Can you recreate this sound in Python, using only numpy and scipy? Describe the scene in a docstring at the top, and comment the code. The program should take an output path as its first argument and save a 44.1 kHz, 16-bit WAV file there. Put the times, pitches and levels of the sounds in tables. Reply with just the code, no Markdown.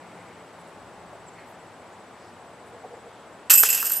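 """A thrown plastic disc crashes into the hanging chains of a steel basket: struck links ring as decaying modes,
each contact adds a noise tick and wash, and the disc gives damped knocks with dull thuds of the tray.
Before that come faint wind and buffeting (coloured noise), dry leaves and one dull footfall (spiky band noise),
small birds (gliding sines), far dogs (sagging tones with noise), a far engine (drifting sine) and a thin
electronic whine (two sines)."""
import sys
import numpy as np
from scipy import signal
from scipy.fft import rfft, irfft, next_fast_len
from scipy.io import wavfile
from scipy.ndimage import uniform_filter1d, map_coordinates

SR = 44100
rng = np.random.default_rng(int(sys.argv[2]) if len(sys.argv) > 2 else 0)


def bounce(signal):
    """Save signal as a 16-bit WAV file at the path given by the first command-line argument."""
    frames = np.transpose(np.atleast_2d(signal))
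    limited = np.clip(frames, -1, 1)
    pcm = np.round(limited * 32767).astype(np.int16)
    wavfile.write(sys.argv[1], SR, pcm)


N = 176400  # samples, 4 s

# In spectra the levels are relative densities: the noise is scaled to rms 1 afterwards.
# Wind in trees over a far rumble: pitch_hz, level_db
AIR_SPECTRUM = [(15, -56), (25, -36), (55, -25), (75, -8), (122, -1.5), (144, -8.5), (169, -2.5), (240, -3),
                (848, 0), (1020, -3), (2120, -12.5), (2560, -16), (6210, -26.5), (7100, -25), (7700, -24),
                (8350, -26), (15500, -41.5)]
# Course of the wind, before AIR_DB: start_s, level_db
AIR_LEVEL = [(0.0, -45), (2.63, -46), (2.95, -45.5), (3.01, -46), (3.45, -46)]
# Left-right correlation of the wind: pitch_hz, correlation (-1 to 1)
AIR_CORRELATION = [(60, 0.81), (150, 0.97), (380, 0.97), (950, 0.94), (2380, 0.8), (5980, 0.38),
                   (15000, -0.5)]
# Left-minus-right balance of the wind: pitch_hz, level_db
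AIR_PAN = [(60, 3.5), (240, 2.0), (950, 1.5), (3770, 0.5), (15000, 2.5)]
AIR_DB, AIR_WAVER_DB = -0.5, 0.04  # level offset, depth of the slow waver
# Wind turbulence at either side: pitch_hz, level_db
BUFFET_SPECTRUM = [(15, -20), (30, 2), (70, 11), (120, -1), (250, 1), (600, -40), (3000, -100)]
# Course of the buffeting: start_s, level_db
BUFFET_LEVEL = [(0, -96), (.9, -62), (1.25, -63.5), (1.6, -74), (4, -68)]

# Course of the engine hum: start_s, level_db
HUM_LEVEL = [(0, -56.5), (1.3, -60), (1.6, -69), (4, -98)]
HUM_HZ, HUM_DRIFT, HUM_WAVER_DB = 173.7, 0.0206, 0.91  # mean pitch, relative pitch drift, level waver
PULSED_HZ, PULSED_DB, STEADY_HZ, STEADY_DB = 7865, -64, 9130, -75  # the two tones of the whine
PULSE_RATE_HZ, PULSE_ON_S = 15, 1.995  # pulse rate, onset of one pulse in the endless train

# Stirring leaves and twigs, and one dull footfall at 1.117 s: start_s, length_s, centre_hz, level_db
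RUSTLES = [(0, .45, 2120, -58), (0.078, 0.23, 8300, -69), (0.586, 0.042, 9000, -67),
           (0.664, 0.054, 8950, -67), (1.117, .05, 610, -47), (1.345, 0.12, 2030, -54),
           (3.06, .22, 3300, -65), (1.46, .09, 11500, -69.5), (2.17, 0.15, 4840, -64),
           (2.65, .06, 9000, -68)]
RUSTLE_HALF_WIDTH_OCT = 0.23  # octaves from the centre to half gain

# Whistles of small birds: start_s, length_s, first_hz, last_hz, level_db
CHIRPS = [(1.26, .04, 8400, 7400, -51), (1.32, .03, 7500, 7400, -64), (1.386, .014, 4500, 4250, -56),
          (1.92, .03, 7050, 6800, -61), (2.32, .022, 3050, 2900, -59), (2.365, .02, 3000, 2900, -62),
          (2.95, .035, 7400, 7200, -66), (3.32, .025, 6800, 7700, -65)]
BIRD_WAVER, BIRD_FLUTTER_DB = .006, 6  # relative pitch waver, level flutter

# Barks of far dogs: start_s, length_s, level_db
BARKS = [(2.73, 0.048, -47.5), (2.832, 0.039, -42), (2.906, .09, -46), (3.04, 0.051, -49)]
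# Hoarse part of a bark: pitch_hz, level_db
MUZZLE_SPECTRUM = [(150, -50), (300, -19), (470, 8), (600, -1), (760, 7), (900, -6), (1100, -14),
                   (2000, -42.5), (6000, -90)]
BARK_HZ, BARK_SAG, BARK_ROUGH_DB = 489.3, 0.066, 0.5  # first pitch, relative fall, hoarse part's level

# Clashes of the chains, the last four columns exciting the four families of link modes, from low to top:
# start_s, clatter_db, low_db, middle_db, high_db, top_db
CLASHES = [(3.4981, -19, -23.5, -26, -35, -35), (3.502, -19.5, -35, -16.5, -22, -10.5),
           (3.507, -21.5, -37, -19, -22, -14), (3.520, -48, -28, -34, -19.5, -12),
           (3.528, -27.5, -47, -24, -31, -12.5), (3.535, -31, -36, -12, -35, -12),
           (3.553, -47, -28, -30, -30, -10.5), (3.575, -34, -27.5, -14.5, -27, -11.5),
           (3.584, -43, -23.5, -33, -23, -12), (3.598, -31, -39, -41, -41, -8.5),
           (3.630, -23, -31, -28, -24, -17), (3.650, -25.5, -27, -26, -29, -27),
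           (3.688, -29.5, -25.5, -28, -41, -17.5), (3.701, -33, -30, -18, -40, -19),
           (3.725, -29, -31, -25, -42, -24), (3.746, -28, -36, -21, -34, -19),
           (3.772, -30.5, -33, -37, -45, -33), (3.797, -41, -30, -33, -33, -23),
           (3.809, -39, -44, -40, -33, -27), (3.842, -32.5, -49, -30, -30.5, -22.5),
           (3.865, -35, -41, -29.5, -35, -20.5), (3.896, -37, -48, -28.5, -33, -21),
           (3.916, -36.5, -54, -34, -40, -17), (3.934, -39, -50, -42, -26.5, -28),
           (3.958, -38.5, -57, -37, -30, -27), (3.965, -55, -52, -49, -50, -21)]
# Edges of the families of link modes: pitch_hz
FAMILY_EDGES = [2000, 4000, 8500, 10500, 15000]
# Modes of the links, levels relative within a family: pitch_hz, level_db
LINK_MODES = [(2602, -43.5), (2626, -44.5), (2683, -47.5), (2801, -47), (3070, -51), (5060, -50),
              (5146, -53), (6930, -44), (7325, -47.5), (7379, -40.5), (7432, -40.5), (7585, -49.5),
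              (7783, -54), (7930, -38.5), (8000, -41.5), (8200, -42.5), (8860, -42.5), (9035, -41),
              (11350, -42), (11653, -43.5), (11745, -37), (11880, -34), (11998, -34), (12065, -32),
              (12115, -39), (12236, -44), (12650, -37), (12717, -40), (13792, -51), (13930, -49)]
# Modes of the wire basket and pole, levels relative to each other: pitch_hz, level_db
BASKET_MODES = [(452, -58), (640, -57), (840, -61), (1518, -52.5), (1583, -48.5), (1740, -54.5),
                (4339, -66), (4748, -59), (5075, -47), (5421, -58), (6412, -55)]
SCATTER_S, CONTACT_SPREAD_DB = .004, 1.5  # mean delay and level spread of the contacts in one clash
DETUNE, LINK_PAN_DB = .0015, 0.5  # relative pitch spread; level spread of a link at each side
# Most of a ring is choked by the next link; a part rings on freely.
CHOKED_T60_S, FREE_T60_S, FREE_DB = 0.076, 0.91, -16
SWAY_RAD, SWAY_RATE_HZ = 1, 30  # phase waver of the ringing steel, as it swings
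BASKET_DB, BASKET_T60_S = -23, 2.7  # level relative to clatter_db, decay time

# Dense steel noise of a contact: pitch_hz, level_db
CLATTER_SPECTRUM = [(150, -50), (300, -41), (700, -10.5), (1500, -2.5), (2200, -4.5), (3000, 0), (3800, -8),
                    (5200, 1), (6600, 2), (8300, 0.5), (10300, -1), (12000, -2), (13300, -6), (14000, -4),
                    (14700, -31), (16000, -16)]
# Wash and tick, levels relative to clatter_db
WASH_DB, WASH_T60_S, TICK_DB, TICK_T60_S = 2, 0.19, -3, 0.0056

# Knocks of the disc on pole and tray: start_s, knock_db, thud_db (of the tray)
KNOCKS = [(3.503, -19, -55), (3.507, -15.5, -55), (3.525, -33, -66), (3.543, -26, -63), (3.565, -40, -58),
          (3.635, -9.5, -36), (3.828, -18, -50), (3.843, -29, -52), (3.906, -29, -65)]
# Body of the plastic disc: pitch_hz, level_db
DISC_SPECTRUM = [(150, -53), (430, -17), (650, -34), (850, -5), (1100, -8), (1450, 7.5), (1900, -24),
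                 (2600, -33), (5000, -13.5)]
DISC_T60_S, TRAY_HZ, TRAY_T60_S = .021, 431, 0.11

# Left-minus-right balance of the crash: pitch_hz, level_db
CRASH_PAN = [(500, -0.5), (2700, 0.5), (8000, -0.5), (9100, 1.5), (10300, 4), (11500, -9), (12100, -5),
             (12700, -0.5), (14000, -4.5)]
# Phase by which the left side leads in the crash: pitch_hz, lead_rad
CRASH_LEAD = [(0, -0.2), (6290, 0.0), (6980, -0.37), (8440, -0.38), (9820, -0.8), (10200, -0.5),
              (10500, -0.7), (11000, -0.5), (11500, -0.4), (12700, 0.45), (13300, 0.0), (15800, 0.5)]
LOW_CUT_HZ, TOP_HZ = 39, 15800  # band limits of the whole sound


def amp(db):
    """Decibel law: 20 dB is a factor of ten in amplitude."""
    return 10 ** (np.asarray(db) / 20)


def unit(x):
    """Power normalisation: scale to rms 1."""
    return x / np.sqrt(np.mean(x ** 2) + 1e-20)


def along(points, hz):
    """Interpolation of (pitch_hz, value) points on a logarithmic frequency axis."""
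    f, v = np.transpose(points)
    return np.interp(np.log(hz + 1), np.log(f + 1), v)


def clock(length_s):
    """Uniform sampling of time: the sample times in seconds."""
    return np.arange(int(length_s * SR)) / SR


def add(out, start_s, x):
    """Superposition: mix x into out from a start time."""
    i = int(round(start_s * SR))
    out[i:i + len(x)] += x[:len(out) - i]


def filtered(x, response):
    """Linear filtering: multiply the spectrum of x by a response of frequency."""
    n = x.shape[-1]
    m = next_fast_len(n + 8192)
    hz = np.fft.rfftfreq(m, 1 / SR)
    return irfft(rfft(x, m) * response(hz), m)[..., :n]


def noise(spectrum, size=16384):
    """Spectral shaping of white noise, scaled to rms 1."""
    white = rng.standard_normal(size)
    return unit(filtered(white, lambda hz: amp(along(spectrum, hz))))


def fade(t, t60_s):
    """Exponential decay: 60 dB lost in t60_s."""
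    return np.exp(-np.log(1000) * t / t60_s)


def sides(pan, hz):
    """Interaural level difference: left and right gains at each frequency."""
    return amp(np.outer([.5, -.5], along(pan, hz)))


def arch(t):
    """Swell envelope: the root of a half sine over the span of t."""
    return np.sqrt(np.abs(np.sin(np.pi * t / t[-1])))


def wobble(rate_hz, size=N):
    """Band-limited random modulation: a spline through random knots, rate_hz of them a second."""
    knots = rng.standard_normal(int(size * rate_hz / SR) + 4)
    return map_coordinates(knots, [np.arange(size) * rate_hz / SR])


def level(rows):
    """Amplitude envelope: gain per sample from (start_s, level_db) points."""
    return amp(np.interp(np.arange(N) / SR, *np.transpose(rows)))


def tone(hz):
    """Phase integration: a sine whose instantaneous frequency is the array hz."""
    return np.sin(2 * np.pi * np.cumsum(hz) / SR)


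def air():
    """Partial coherence: wind mixes two independent noises as mid and side to set the left-right correlation."""
    def shares(hz):
        angle = np.arccos(np.clip(along(AIR_CORRELATION, hz), -1, 1)) / 2
        return np.array([np.cos(angle), np.sin(angle)])

    sources = np.array([noise(AIR_SPECTRUM, size=N), noise(AIR_SPECTRUM, size=N)])
    mid, side = filtered(sources, shares)
    pair = np.array([mid + side, mid - side])
    pair = unit(filtered(pair, lambda hz: sides(AIR_PAN, hz)))
    return pair * level(AIR_LEVEL) * amp(AIR_DB + AIR_WAVER_DB * wobble(10))


def buffet():
    """Local turbulence: the breeze makes independent low noise at each side."""
    pair = np.array([noise(BUFFET_SPECTRUM, size=N), noise(BUFFET_SPECTRUM, size=N)])
    return level(BUFFET_LEVEL) * pair


def engine():
    """Frequency and amplitude modulation: a far engine's hum wavers and fades away."""
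    hz = HUM_HZ * (1 + HUM_DRIFT * wobble(8.1))
    return level(HUM_LEVEL) * amp(HUM_WAVER_DB * wobble(10.7)) * tone(hz)


def whine():
    """Gated oscillation: an electronic whine of one pulsing tone and one steady tone."""
    t = np.arange(N) / SR
    gate = ((t - PULSE_ON_S) * PULSE_RATE_HZ % 1 < .5) * 1.
    gate = uniform_filter1d(gate, size=100)  # soften the edges
    pulsed = amp(PULSED_DB) * gate * np.sin(2 * np.pi * PULSED_HZ * t)
    return pulsed + amp(STEADY_DB) * np.sin(2 * np.pi * STEADY_HZ * t)


def leaves_and_footfall():
    """Impulsive noise: cubed noise is spiky; a high band makes it dry crackle, the lowest one a dull footfall."""
    out = np.zeros(N)
    for start_s, length_s, centre_hz, db in RUSTLES:
        def band(hz):
            octaves = np.log2((hz + 1) / centre_hz)
            return 1 / (1 + (octaves / RUSTLE_HALF_WIDTH_OCT) ** 2)

        t = clock(length_s)
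        spiky = unit(filtered(rng.standard_normal(SR // 2) ** 3, band))
        add(out, start_s, amp(db) * arch(t) * spiky[:len(t)])
    return out


def birds():
    """Frequency glide: thin, trembling whistles slide fast and then settle."""
    out = np.zeros(N)
    for start_s, length_s, first_hz, last_hz, db in CHIRPS:
        t = clock(length_s)
        hz = last_hz + (first_hz - last_hz) * (1 - t / length_s) ** 2
        hz = hz * (1 + BIRD_WAVER * wobble(500, size=len(t)))
        flutter = unit(amp(BIRD_FLUTTER_DB * wobble(67, size=len(t))))
        add(out, start_s, amp(db) * arch(t) * flutter * tone(hz))
    return out


def dogs():
    """Voiced and turbulent sound: each far, dull bark adds hoarse noise to a sagging tone."""
    out = np.zeros(N)
    for start_s, length_s, db in BARKS:
        t = clock(length_s)
        voice = tone(BARK_HZ * (1 - BARK_SAG * t / length_s))
        hoarse = amp(BARK_ROUGH_DB) * noise(MUZZLE_SPECTRUM)[:len(t)]
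        add(out, start_s, amp(db) * arch(t) * (voice + hoarse))
    return out


def contacts(count=4):
    """Multiple impact: each clash is a quick run of contacts sharing its energy; gives times and shares."""
    delay = rng.exponential(SCATTER_S, (len(CLASHES), count))
    delay[:, 0] = 0
    share = amp(CONTACT_SPREAD_DB * rng.standard_normal(delay.shape))
    share = share / np.linalg.norm(share, axis=1, keepdims=True)
    return np.array(CLASHES)[:, :1] + delay, share


def mode(times, sizes, hz, decay):
    """Modal response: blows of random phase convolved with one decaying oscillation, wavering in phase."""
    size = len(decay)
    places = np.clip(times * SR, 0, size - 1).astype(int)
    blows = np.zeros(size, complex)
    np.add.at(blows, places, sizes * np.exp(2j * np.pi * rng.random(times.shape)))
    response = decay * np.exp(2j * np.pi * hz * np.arange(size) / SR)
    ring = signal.fftconvolve(blows, response)[:size]
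    sway = np.exp(1j * SWAY_RAD * wobble(SWAY_RATE_HZ, size=size))
    return np.sqrt(2) * (ring * sway).real


def steel(times, share, count=2):
    """Modal superposition: contacts ring slightly unlike links and shake the basket's longer modes."""
    out = np.zeros((2, N))
    start_s = times.min()
    t = np.arange(24000) / SR
    strength = amp(np.array(CLASHES)[:, 1:])
    links, basket = np.array(LINK_MODES), np.array(BASKET_MODES)
    free = amp(FREE_DB)
    decay = (1 - free) * fade(t, CHOKED_T60_S) + free * fade(t, FREE_T60_S)
    for k, (lo, hi) in enumerate(zip(FAMILY_EDGES, FAMILY_EDGES[1:])):
        family = links[(links[:, 0] > lo) & (links[:, 0] <= hi)]
        total = np.linalg.norm(amp(family[:, 1])) * np.sqrt(count)
        blows = share * strength[:, [k + 1]]
        for hz, db in family:
            for link in range(count):
                pitch_hz = hz * (1 + DETUNE * link * rng.standard_normal())  # link 0 stays in tune
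                ring = amp(db) / total * mode(times - start_s, blows, pitch_hz, decay)
                for channel in out:  # each link hangs in its own place
                    add(channel, start_s, amp(LINK_PAN_DB * rng.standard_normal()) * ring)
    for hz, db in basket:
        gain = amp(db + BASKET_DB) / np.linalg.norm(amp(basket[:, 1]))
        ring = gain * mode(times - start_s, share * strength[:, :1], hz, fade(t, BASKET_T60_S))
        for channel in out:
            add(channel, start_s, ring)
    return out


def clatter(times, share):
    """High modal density: every contact excites steel noise as a sharp tick and a short wash."""
    out = np.zeros(N)
    for row, run, sizes in zip(CLASHES, times, share):
        for start_s, size in zip(run, sizes):
            dense = noise(CLATTER_SPECTRUM)
            t = np.arange(len(dense)) / SR
            envelope = amp(WASH_DB) * fade(t, WASH_T60_S) + amp(TICK_DB) * fade(t, TICK_T60_S)
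            add(out, start_s, amp(row[1]) * size * dense * envelope)
    return out


def disc():
    """Heavy damping: hollow plastic knocks die quickly, while the tray answers with a decaying tone."""
    out = np.zeros(N)
    for start_s, knock_db, thud_db in KNOCKS:
        body = noise(DISC_SPECTRUM)
        t = np.arange(len(body)) / SR
        knock = amp(knock_db) * body * fade(t, DISC_T60_S)
        thud = amp(thud_db) * np.sin(2 * np.pi * TRAY_HZ * t) * fade(t, TRAY_T60_S)
        add(out, start_s, knock + thud)
    return out


def scene():
    """Stereo superposition: level and phase differences place the near crash before the wooded park."""
    def placing(hz):
        lead = np.outer([.5, -.5], along(CRASH_LEAD, hz))
        return sides(CRASH_PAN, hz) * np.exp(1j * lead)

    park = air() + buffet() + engine() + whine()
    centred = leaves_and_footfall() + birds() + dogs()
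    times, share = contacts()
    crash = steel(times, share) + clatter(times, share) + disc()
    return park + centred + filtered(crash, placing)


def record(dry):
    """Clipping and band limitation: flatten peaks beyond full scale, cut the rumble and the extreme treble."""
    def band(hz):
        high_pass = 1j * hz / (1j * hz + LOW_CUT_HZ)
        return high_pass / (1 + (hz / TOP_HZ) ** 200)

    return filtered(np.clip(dry, -1, 1), band)


dry = scene()
out = record(dry)
bounce(out)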